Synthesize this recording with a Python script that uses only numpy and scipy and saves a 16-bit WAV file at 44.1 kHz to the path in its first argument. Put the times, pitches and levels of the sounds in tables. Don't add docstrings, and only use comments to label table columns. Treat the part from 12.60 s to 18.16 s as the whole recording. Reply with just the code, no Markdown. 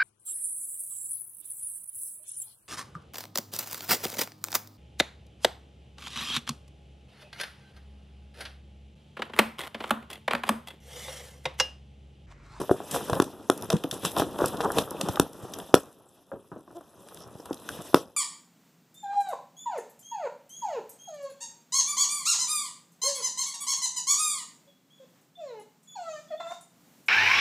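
import sys
import numpy as np
from scipy import signal
from scipy.fft import rfft, irfft, next_fast_len
from scipy.io import wavfile
from scipy.ndimage import uniform_filter1d

SR = 44100
rng = np.random.default_rng(int(sys.argv[2]) if len(sys.argv) > 2 else 0)


def wav_out(sig):
    wavfile.write(sys.argv[1], SR, np.round(np.clip(np.atleast_2d(sig).T, -1, 1) * 32767).astype(np.int16))


def ratio(d):
    e = np.asarray(d, float) / 20
    return 10 ** e


N = 245372

# start in seconds, peak level in dB, pitch of the struck wall in Hz,
# sharpness (extra drive of the upper modes) in dB.
KNOCKS = [(0.0149, -19, 368, 0), (0.0944, -14, 700, -60.5), (0.1126, -5.5, 384, -9.5), (0.203, -23, 410, 4),
          (0.3449, -17.5, 540, -1), (0.362, -14, 494, 2), (0.408, -23.5, 896, 9), (0.4973, -14.5, 485, 3),
          (0.532, -11.5, 457, 5), (0.5998, -2.5, 295, 2.5), (0.6215, -17, 324, -1.5), (0.8989, -2, 377, 3),
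          (1.1019, -18.5, 654, -21), (1.128, -19, 480, -7), (1.1356, -11, 200, -29),
          (1.155, -22.5, 200, -30), (1.2437, -17.5, 270, -28), (1.4504, -16.5, 1550, -9),
          (1.567, -12.5, 780, 15), (1.598, -11.5, 419, 11), (1.6204, -10.5, 380, 3),
          (1.79, -18.5, 570, -10), (1.804, -16, 563, -2), (1.819, -12, 518, -55), (1.8423, -11.5, 532, 12),
          (1.9439, -21.5, 320, 1), (2.005, -12, 474, 35), (2.1033, -13, 454, 15), (2.1709, -18.5, 455, -11),
          (2.185, -13, 462, 32), (2.3139, -24, 352, 0), (2.412, -20.5, 680, 29), (2.4332, -24, 187, -34),
          (2.487, -15, 590, -40), (2.572, -16.5, 955, 8), (2.5976, -2.5, 340, -1.5),
          (2.8511, -28, 390, -15), (2.986, -30, 700, -5.5), (3.1414, 6.5, 400, 2), (3.7168, -27.5, 554, 29),
          (3.73, -30.5, 375, -25), (3.9172, -29, 234, -1), (3.962, -33, 320, -10), (4.0778, -38.5, 343, 7),
          (4.1065, -39.5, 346, 9), (4.2094, -37, 296, 16), (4.6706, -39, 346, -6), (4.754, -35, 360, -10),
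          (4.799, -33, 333, -9), (4.858, -33.5, 1220, -15), (4.909, -18.5, 395, -22),
          (5.09, -20, 1920, -33), (5.189, -31, 173, -3), (5.332, -30, 328, -4), (5.344, 3, 360, 1),
          (5.3557, -16, 454, -22)]
# start in seconds, peak level in dB, centre in Hz, length in ms.
TICKS = [(0.0157, -27, 6500, 2), (0.3107, -19, 7600, 7.1), (0.344, -27.5, 7400, 42),
         (0.498, -23.5, 6100, 2.4), (0.5309, -20, 3750, 3.9), (0.5518, -26, 4740, 3.2),
         (0.5998, -14, 4700, 2.2), (0.62, -19, 6570, 3.4), (0.641, -25.5, 6400, 2.8),
         (0.8997, -10, 5670, 0.83), (0.976, -29.5, 9700, 2.9), (1.023, -24, 9600, 0.71),
         (1.1018, -10.5, 4150, 2.6), (1.119, -22.5, 3500, 5.4), (1.1279, -20, 6500, 3.4),
         (1.1664, -27, 4230, 2.1), (1.237, -21, 3200, 4.3), (1.3115, -13.5, 5200, 3.7),
         (1.341, -29, 9000, 1.3), (1.4493, -11, 6200, 8), (1.564, -13.5, 3800, 2.6),
         (1.5813, -16, 5960, 13.4), (1.597, -17, 4200, 19), (1.785, -26, 3300, 7.1),
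         (1.8103, -27.5, 5400, 5), (1.8584, -15.5, 10000, 2), (1.881, -18.5, 8100, 4.9),
         (1.97, -29, 5800, 2.9), (2.005, -21, 3900, 12), (2.118, -22.5, 11300, 3.7), (2.184, -8, 4070, 5.3),
         (2.3072, -22, 10800, 1.4), (2.4105, -12, 5100, 4.2), (2.4858, -18.5, 5400, 5.4),
         (2.5573, -19.5, 4180, 1.3), (2.5974, -7, 5840, 1.7), (2.731, -36.5, 8200, 3.4),
         (2.936, -20, 4900, 5.1), (2.986, -31, 9100, 4.1), (2.999, -27, 3180, 3), (3.1423, -3.5, 3900, 1.2),
         (3.1498, -13.5, 7200, 3.1), (3.328, -46, 8100, 1.4), (4.2095, -52, 8500, 2.6),
         (4.4865, -34, 4500, 1.2), (4.545, -33, 9500, 2.4), (4.572, -34.5, 3970, 1.5),
         (4.856, -34.5, 7550, 3.3), (4.929, -28, 5300, 2.8), (4.943, -31, 8400, 1.6),
         (5.089, -19.5, 5600, 1.7), (5.219, -34.5, 7000, 2), (5.261, -41, 4200, 1.3),
         (5.3437, -3, 3380, 1.5)]
# start in seconds, length in seconds, slips per second,
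# share of the length at which they are fastest, multiple of the slip rate that sounds most,
# level in dB, unevenness from 0 to 1.
CREAKS = [(2.026, .048, 400, .35, 2.7, -24, .3), (4.146, 0.05, 350, .75, 1.6, -39.5, .1)]
# pitch in Hz, relative level in dB, t60 in seconds when struck lightly.
BOX_MODES = [(131, -19.5, 0.042), (197, 3.5, 0.056), (280, -2, 0.036), (320, 4.5, .04), (377, 6, 0.031),
             (478, 7, 0.028), (581, 1, 0.044), (680, 5.5, 0.018), (805, -0.5, 0.029), (975, 1.5, 0.025),
             (1066, 1, 0.016), (1220, 2.5, 0.013), (1393, -5.5, 0.018), (1586, -13, 0.039)]
# centre in Hz, width in Hz, gain in dB.
HOUSING = [(2182, 418, -19), (3585, 250, 4), (4470, 840, -11), (6730, 700, -7), (8760, 2400, -2.5),
           (10400, 2600, 5), (14300, 87, -25.5)]
# time in seconds, cardboard rubbing in dB, plastic rustle in dB.
GRIP = [(0, -57.5, -56.5), (.45, -46, -44.5), (.8, -49, -59), (1.25, -62, -55.5), (1.7, -47.5, -57),
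        (2.0, -49.5, -54.5), (2.29, -42, -54), (2.5, -34.5, -42), (2.72, -50, -63.5), (3.001, -44.5, -50),
        (3.3, -60, -64.5), (3.7, -63, -67.5), (4.25, -67.5, -64), (4.65, -50, -59), (5.25, -48.5, -49.5),
        (5.56, -69, -66.5)]
# time of the peak in seconds, rubbing in dB, rustle in dB,
# time to swell by 20 dB in seconds (under 0.002, also negative, acts as 0.002).
DRAGS = [(0, -29, -42, .05), (0.11, -32.5, -43, -0.27), (0.35, -31.5, -32.5, 0.0756),
         (0.584, -29, -48, 0.18), (1.034, -37.5, -47, 0.14), (1.14, -35.5, -52.5, 0.2),
         (1.327, -32, -38, -0.85), (1.458, -31.5, -32.5, 0.06), (1.594, -27.5, -37, 0.0656),
         (1.67, -35.5, -55.5, 0.3), (1.842, -28.5, -68, 0.1), (1.879, -54, -40, 0.2),
         (2.091, -34, -46.5, 0.84), (2.188, -25.5, -33, 0.0944), (2.391, -60, -46, 0.2),
         (2.85, -44, -53.5, 0.1), (4.618, -52, -56, 0.69), (5.138, -43, -44, 0.1)]
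# start in seconds, peak level in dB.
BUMPS = [(0.107, -18), (0.524, -17.5), (1.595, -22.5), (1.831, -25), (2.187, -29), (2.493, -22),
         (2.595, -21), (2.833, -30.5), (3.138, -21.5), (4.753, -35.5), (5.341, -19.5)]
# start in seconds, length in seconds, pitch in Hz,
# level in dB at mid-length.
SCUFFS = [(4.59, 0.062, 5470, -50), (4.792, .02, 5500, -54)]

CRACK_S = .003


def rms_one(x):
    return x / np.sqrt(np.mean(x ** 2) + 1e-20)


def in_time(rows):
    s, *columns = np.transpose(rows)
    return [np.interp(np.arange(N) / SR, s, c) for c in columns]


def add(out, s, sound):
    i = max(round(s * SR), 0)
    out[i:i + len(sound)] += sound[:N - i]


def band(x, low_hz, high_hz, order=2):
    edges_hz = [low_hz, min(high_hz, .45 * SR)]
    return signal.sosfilt(signal.butter(order, edges_hz, "band", fs=SR, output="sos"), x)


def drift(rate_hz):
    r = np.exp(-80 * np.pi * rate_hz / SR)
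    slow = signal.lfilter([1], [1, -2 * r, r * r], rng.standard_normal(N // 40 + 2002))[2000:]
    return np.interp(np.arange(N) / 40, np.arange(len(slow)), rms_one(slow))


def grains(per_s, spread_db, clump_db, clump_rate_hz):
    sizes = ratio(spread_db * np.minimum(rng.exponential(1, N), 4)) * rng.choice([-1, 1], N)
    clicks = sizes * (rng.random(N) < per_s / SR)
    return clicks * ratio(clump_db * drift(clump_rate_hz)) + 1e-18


def ring(clicks, hz, t60_s):
    r, w = ratio(-60 / (t60_s * SR)), 2 * np.pi * hz / SR
    return signal.lfilter([0, np.sin(w)], [1, -2 * r * np.cos(w), r * r], clicks)


def near(hz, wall_hz, reach_octaves):
    return np.exp(-.5 * (np.log2(hz / wall_hz) / reach_octaves) ** 2)


def swells(s, peak_db, rise_s, fall_db_s):
    t = np.arange(0, N / SR + .002, .001)[:, None] - s
    slope_db = np.where(t < 0, 20 * t / np.maximum(rise_s, .002), -fall_db_s * t)
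    return np.sum(ratio(2 * (peak_db + slope_db)), axis=1)


def contact_db(grip_db, drag_db, drag_fall_db_s, events, after_db, after_share, after_fall_db_s):
    after_s, below_db = .008, 16
    drag_s, rise_s = np.transpose(DRAGS)[[0, 3]]
    event_s, event_db = np.array(events)[:, :2].T
    left_db = np.minimum(after_db + after_share * event_db, event_db - below_db)
    power = swells(drag_s, drag_db, rise_s, drag_fall_db_s)
    power = power + swells(event_s + after_s, left_db, after_s / 2, after_fall_db_s)
    power = np.interp(np.arange(N) / SR * 1000, np.arange(len(power)), power)
    return 10 * np.log10(power + ratio(2 * grip_db))


def handling():
    grip_rub_db, grip_rustle_db = in_time(GRIP)
    drag_rub_db, drag_rustle_db = np.transpose(DRAGS)[[1, 2]]
    rub_db = contact_db(grip_rub_db, drag_rub_db, 298, KNOCKS,
                        after_db=-34, after_share=0.41, after_fall_db_s=192)
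    rustle_db = contact_db(grip_rustle_db, drag_rustle_db, 224, TICKS,
                           after_db=-35.5, after_share=0.78, after_fall_db_s=226)
    return rub_db, rustle_db


def rubbing(level_db, focus_db=7.0):
    knock_s, wall_hz = np.array(KNOCKS)[:, [0, 2]].T
    last = np.maximum(np.searchsorted(knock_s, np.arange(N) / SR) - 1, 0)
    wall_hz = wall_hz[last]
    walls, power = 0, 0
    for hz, db, t60_s in BOX_MODES:
        focus = uniform_filter1d(near(hz, wall_hz, 0.048), size=200)
        share = ratio(db + focus_db * focus)
        slips = grains(500, 2.74, 2, 31)
        walls = walls + share * rms_one(ring(slips, hz, t60_s * 0.5))
        power = power + share ** 2
    return ratio(level_db + 2.39 * drift(25)) * walls / np.sqrt(power)


def rustle(level_db):
    snaps = sum(rms_one(ring(grains(300, 4, 5, 27), hz, 25 / hz))
                for hz in np.geomspace(2600, 12500, num=8))
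    crackle = band(grains(300, 3.5, 5.3, 39), 2400, 12000, order=1)
    edges_hz, together, hiss = np.geomspace(1700, 14000, num=6), drift(3.5), 0
    for low_hz, high_hz in zip(edges_hz, edges_hz[1:]):
        hiss_db = 2.5 * together + 2.8 * drift(14) - 4.7 * np.log2(low_hz / 1000)
        hiss = hiss + band(rng.standard_normal(N), low_hz, high_hz) * ratio(hiss_db)
    mix = rms_one(snaps) + ratio(-6.5) * rms_one(crackle) + ratio(4.0) * rms_one(hiss)
    return ratio(level_db) * rms_one(mix)


def rumble(level_db, steeper=1.444):
    lumps = rng.standard_normal(N) * ratio(3.2 * drift(3.3))
    return ratio(steeper * level_db + 7.0) * rms_one(band(lumps, 11.0, 190))


def knocks(grip_db):
    reach_octaves, sharp_from_hz, contact_cycles = 0.59, 650, 0.099
    hollow_hz, hollow_octaves, hollow_t60_s = 520, .33, 0.14
    damping, crush_db_s, chatter_s, chatter_db = 0.85, 900, 0.00614, -7
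    hz, level_db, t60_s = np.transpose(BOX_MODES)
    t, out = np.arange(SR // 8) / SR, np.zeros(N)
    column_s = t[:, None]
    modes = -np.sin(2 * np.pi * hz * column_s) * ratio(level_db - 60 * column_s / t60_s)
    chance = rng.standard_normal((len(KNOCKS), len(BOX_MODES)))
    touches = rng.random((len(KNOCKS), 3))
    for (s, peak_db, wall_hz, sharp_db), uneven, later in zip(KNOCKS, chance, touches):
        drive = near(hz, wall_hz, reach_octaves) + ratio(sharp_db) * (hz > sharp_from_hz)
        blow = modes @ (drive * ratio(3 * uneven))
        grip_loss_db = damping * (grip_db[round(s * SR)] - grip_db.min())
        hum = np.abs(blow).max() * np.sin(2 * np.pi * wall_hz * t)
        hum *= near(wall_hz, hollow_hz, hollow_octaves) * ratio(-grip_loss_db - 60 * t / hollow_t60_s)
        blow *= 1 - np.exp(-t * wall_hz / contact_cycles)
        first = blow.copy()
        touch_gain = ratio(chatter_db) * (1 - min(ratio(peak_db), 1))
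        for share in later:
            delay_s = chatter_s * share
            add(blow, delay_s, -touch_gain * first[:len(t) - round(delay_s * SR)])
        blow -= hum * (1 - np.exp(-t / CRACK_S))
        blow *= ratio(-crush_db_s * ratio(peak_db) * t)
        blow = band(blow, wall_hz * 0.69, 2700)
        add(out, s, ratio(peak_db) * blow / np.abs(blow).max())
    return out


def ticks():
    width, skirt_db, rise_s, lumpy_db = 2.69, -15, 0.00065, 5.0
    t, out = np.arange(SR // 25) / SR, np.zeros(N)
    draws = rng.standard_normal((len(TICKS), 2, len(t)))
    for (s, peak_db, hz, length_ms), (noise, lumps) in zip(TICKS, draws):
        lumps = rms_one(uniform_filter1d(lumps, size=44))
        cracks = ratio(lumpy_db * lumps * np.minimum(t / CRACK_S, 1))
        burst = noise * cracks * (1 - np.exp(-t / rise_s)) * ratio(-12000 * t / max(length_ms, .5))
        tick = band(burst, hz / width, hz * width / 2.07) + ratio(skirt_db) * band(burst, 1500, 13400)
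        add(out, s, ratio(peak_db) * tick / np.abs(tick).max())
    return out


def bumps():
    pitch_hz, rise_cycles = 113, 0.29
    t, out = np.arange(SR // 5) / SR, np.zeros(N)
    for (s, peak_db), chance in zip(BUMPS, rng.standard_normal(len(BUMPS))):
        cycles = t * pitch_hz * ratio(chance)
        swell = cycles / rise_cycles
        add(out, s, ratio(peak_db) * swell * np.exp(1 - swell) * np.sin(2 * np.pi * cycles))
    return out


def creaks():
    bend, uneven_db, soft_hz, edge_db, spit_db = .25, 12, 1300, -12.5, -16
    out, size = np.zeros(N), SR // 5
    for s, length_s, slips_per_s, fastest, overtone, level_db, rough in CREAKS:
        along = np.arange(size) / SR / length_s
        speed = np.maximum(1 - bend * (along - fastest) ** 2, 0) * (1 + rough / 2 * drift(150)[:size])
        turns = np.cumsum(slips_per_s * speed / SR)
        slips = (np.diff(np.floor(turns), prepend=0) > 0) * (along < 1)
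        slips = slips * ratio(uneven_db * rough * rng.standard_normal(size)) + 1e-18
        tone = 0
        for hz, db, t60_s in BOX_MODES:
            gain = ratio(db + 26.0 * near(hz, overtone * slips_per_s, 0.55))
            tone = tone + gain * ring(slips, hz, t60_s * .8)
        tone = signal.sosfilt(signal.butter(2, soft_hz, fs=SR, output="sos"), tone)
        spit = band(slips * (along < .5), 2500, 8600)
        tone = tone / tone[along < 1].std() + ratio(spit_db) * spit / spit[along < .5].std()
        arch_db = edge_db * np.clip(2 * along - 1.15, -1, 1) ** 2
        add(out, s, ratio(level_db + arch_db) * tone)
    return out


def scuffs():
    t, out = np.arange(N) / SR, np.zeros(N)
    for s, length_s, hz, level_db in SCUFFS:
        along = np.clip((t - s) / length_s, 0, 1)
        ringing = rms_one(ring(grains(900, 4, 2, 39), hz, 0.0043))
        out += ratio(level_db) * np.sin(np.pi * along) * ringing
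    return out


def room(x, t60_s=0.1, wall_cut_hz=8500):
    size = next_fast_len(N + SR)
    z = np.exp(-2j * np.pi * np.arange(size // 2 + 1) / size)
    dull, sides = np.exp(-2 * np.pi * wall_cut_hz / SR), np.zeros((2, len(z)), complex)
    for k, lag in enumerate((rng.uniform(0.0064, 0.026, 16) * SR).astype(int)):
        loop = ratio(-60 * lag / SR / t60_s) * (1 - dull) / (1 - dull * z) * z ** lag
        sides[k % 2] += loop / (1 - loop) * (-1) ** (k // 2)
    middle = sides.mean(0)
    sides = middle + np.abs(1 - z) ** 2 / .8 * (sides - middle)
    for lag in (47, 113, 211):
        sides = sides * (z ** lag - .6) / (1 - 0.31 * z ** lag)
    return irfft(sides * rfft(x, size), size)[:, :N]


def scene():
    rub_db, rustle_db = handling()
    box = rubbing(rub_db) + rustle(rustle_db) + knocks(in_time(GRIP)[0]) + ticks() + creaks() + scuffs()
    return box + ratio(-16.5) * room(box) + rumble(rub_db) + bumps()


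def low_pass(x):
    return signal.sosfilt(signal.butter(12, 15550, fs=SR, output="sos"), x)


def record(dry):
    bass_cut_hz, capsule_cut_hz, left_db = 59, (74, 27), .7
    port_lag_s, port_hz, port_db = .0016, 3800, -10.5
    x = signal.sosfilt(signal.butter(2, bass_cut_hz, "high", fs=SR, output="sos"), dry)
    for hz, width_hz, db in HOUSING:
        w, a = 2 * np.pi * hz / SR, ratio(db / 2)
        q = np.sin(w) * width_hz / hz / 2
        x = signal.lfilter([1 + q * a, -2 * np.cos(w), 1 - q * a],
                           [1 + q / a, -2 * np.cos(w), 1 - q / a], x)
    treble = signal.sosfilt(signal.butter(2, port_hz, "high", fs=SR, output="sos"), x.mean(0))
    echo = np.interp(np.arange(N) - port_lag_s * SR, np.arange(N), treble)
    x = x + ratio(port_db) * echo * [[1], [-1]]
    x = np.array([signal.lfilter(*signal.butter(order, hz, "high", fs=SR), side)
                  for order, hz, side in zip((2, 1), capsule_cut_hz, x)])
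    x = x * ratio([[left_db], [0]])
    x = signal.sosfilt(signal.cheby2(10, 40, 15000, fs=SR, output="sos"), x)
    return low_pass(np.clip(x, -1, 1))


dry = scene()
out = record(dry)
wav_out(out)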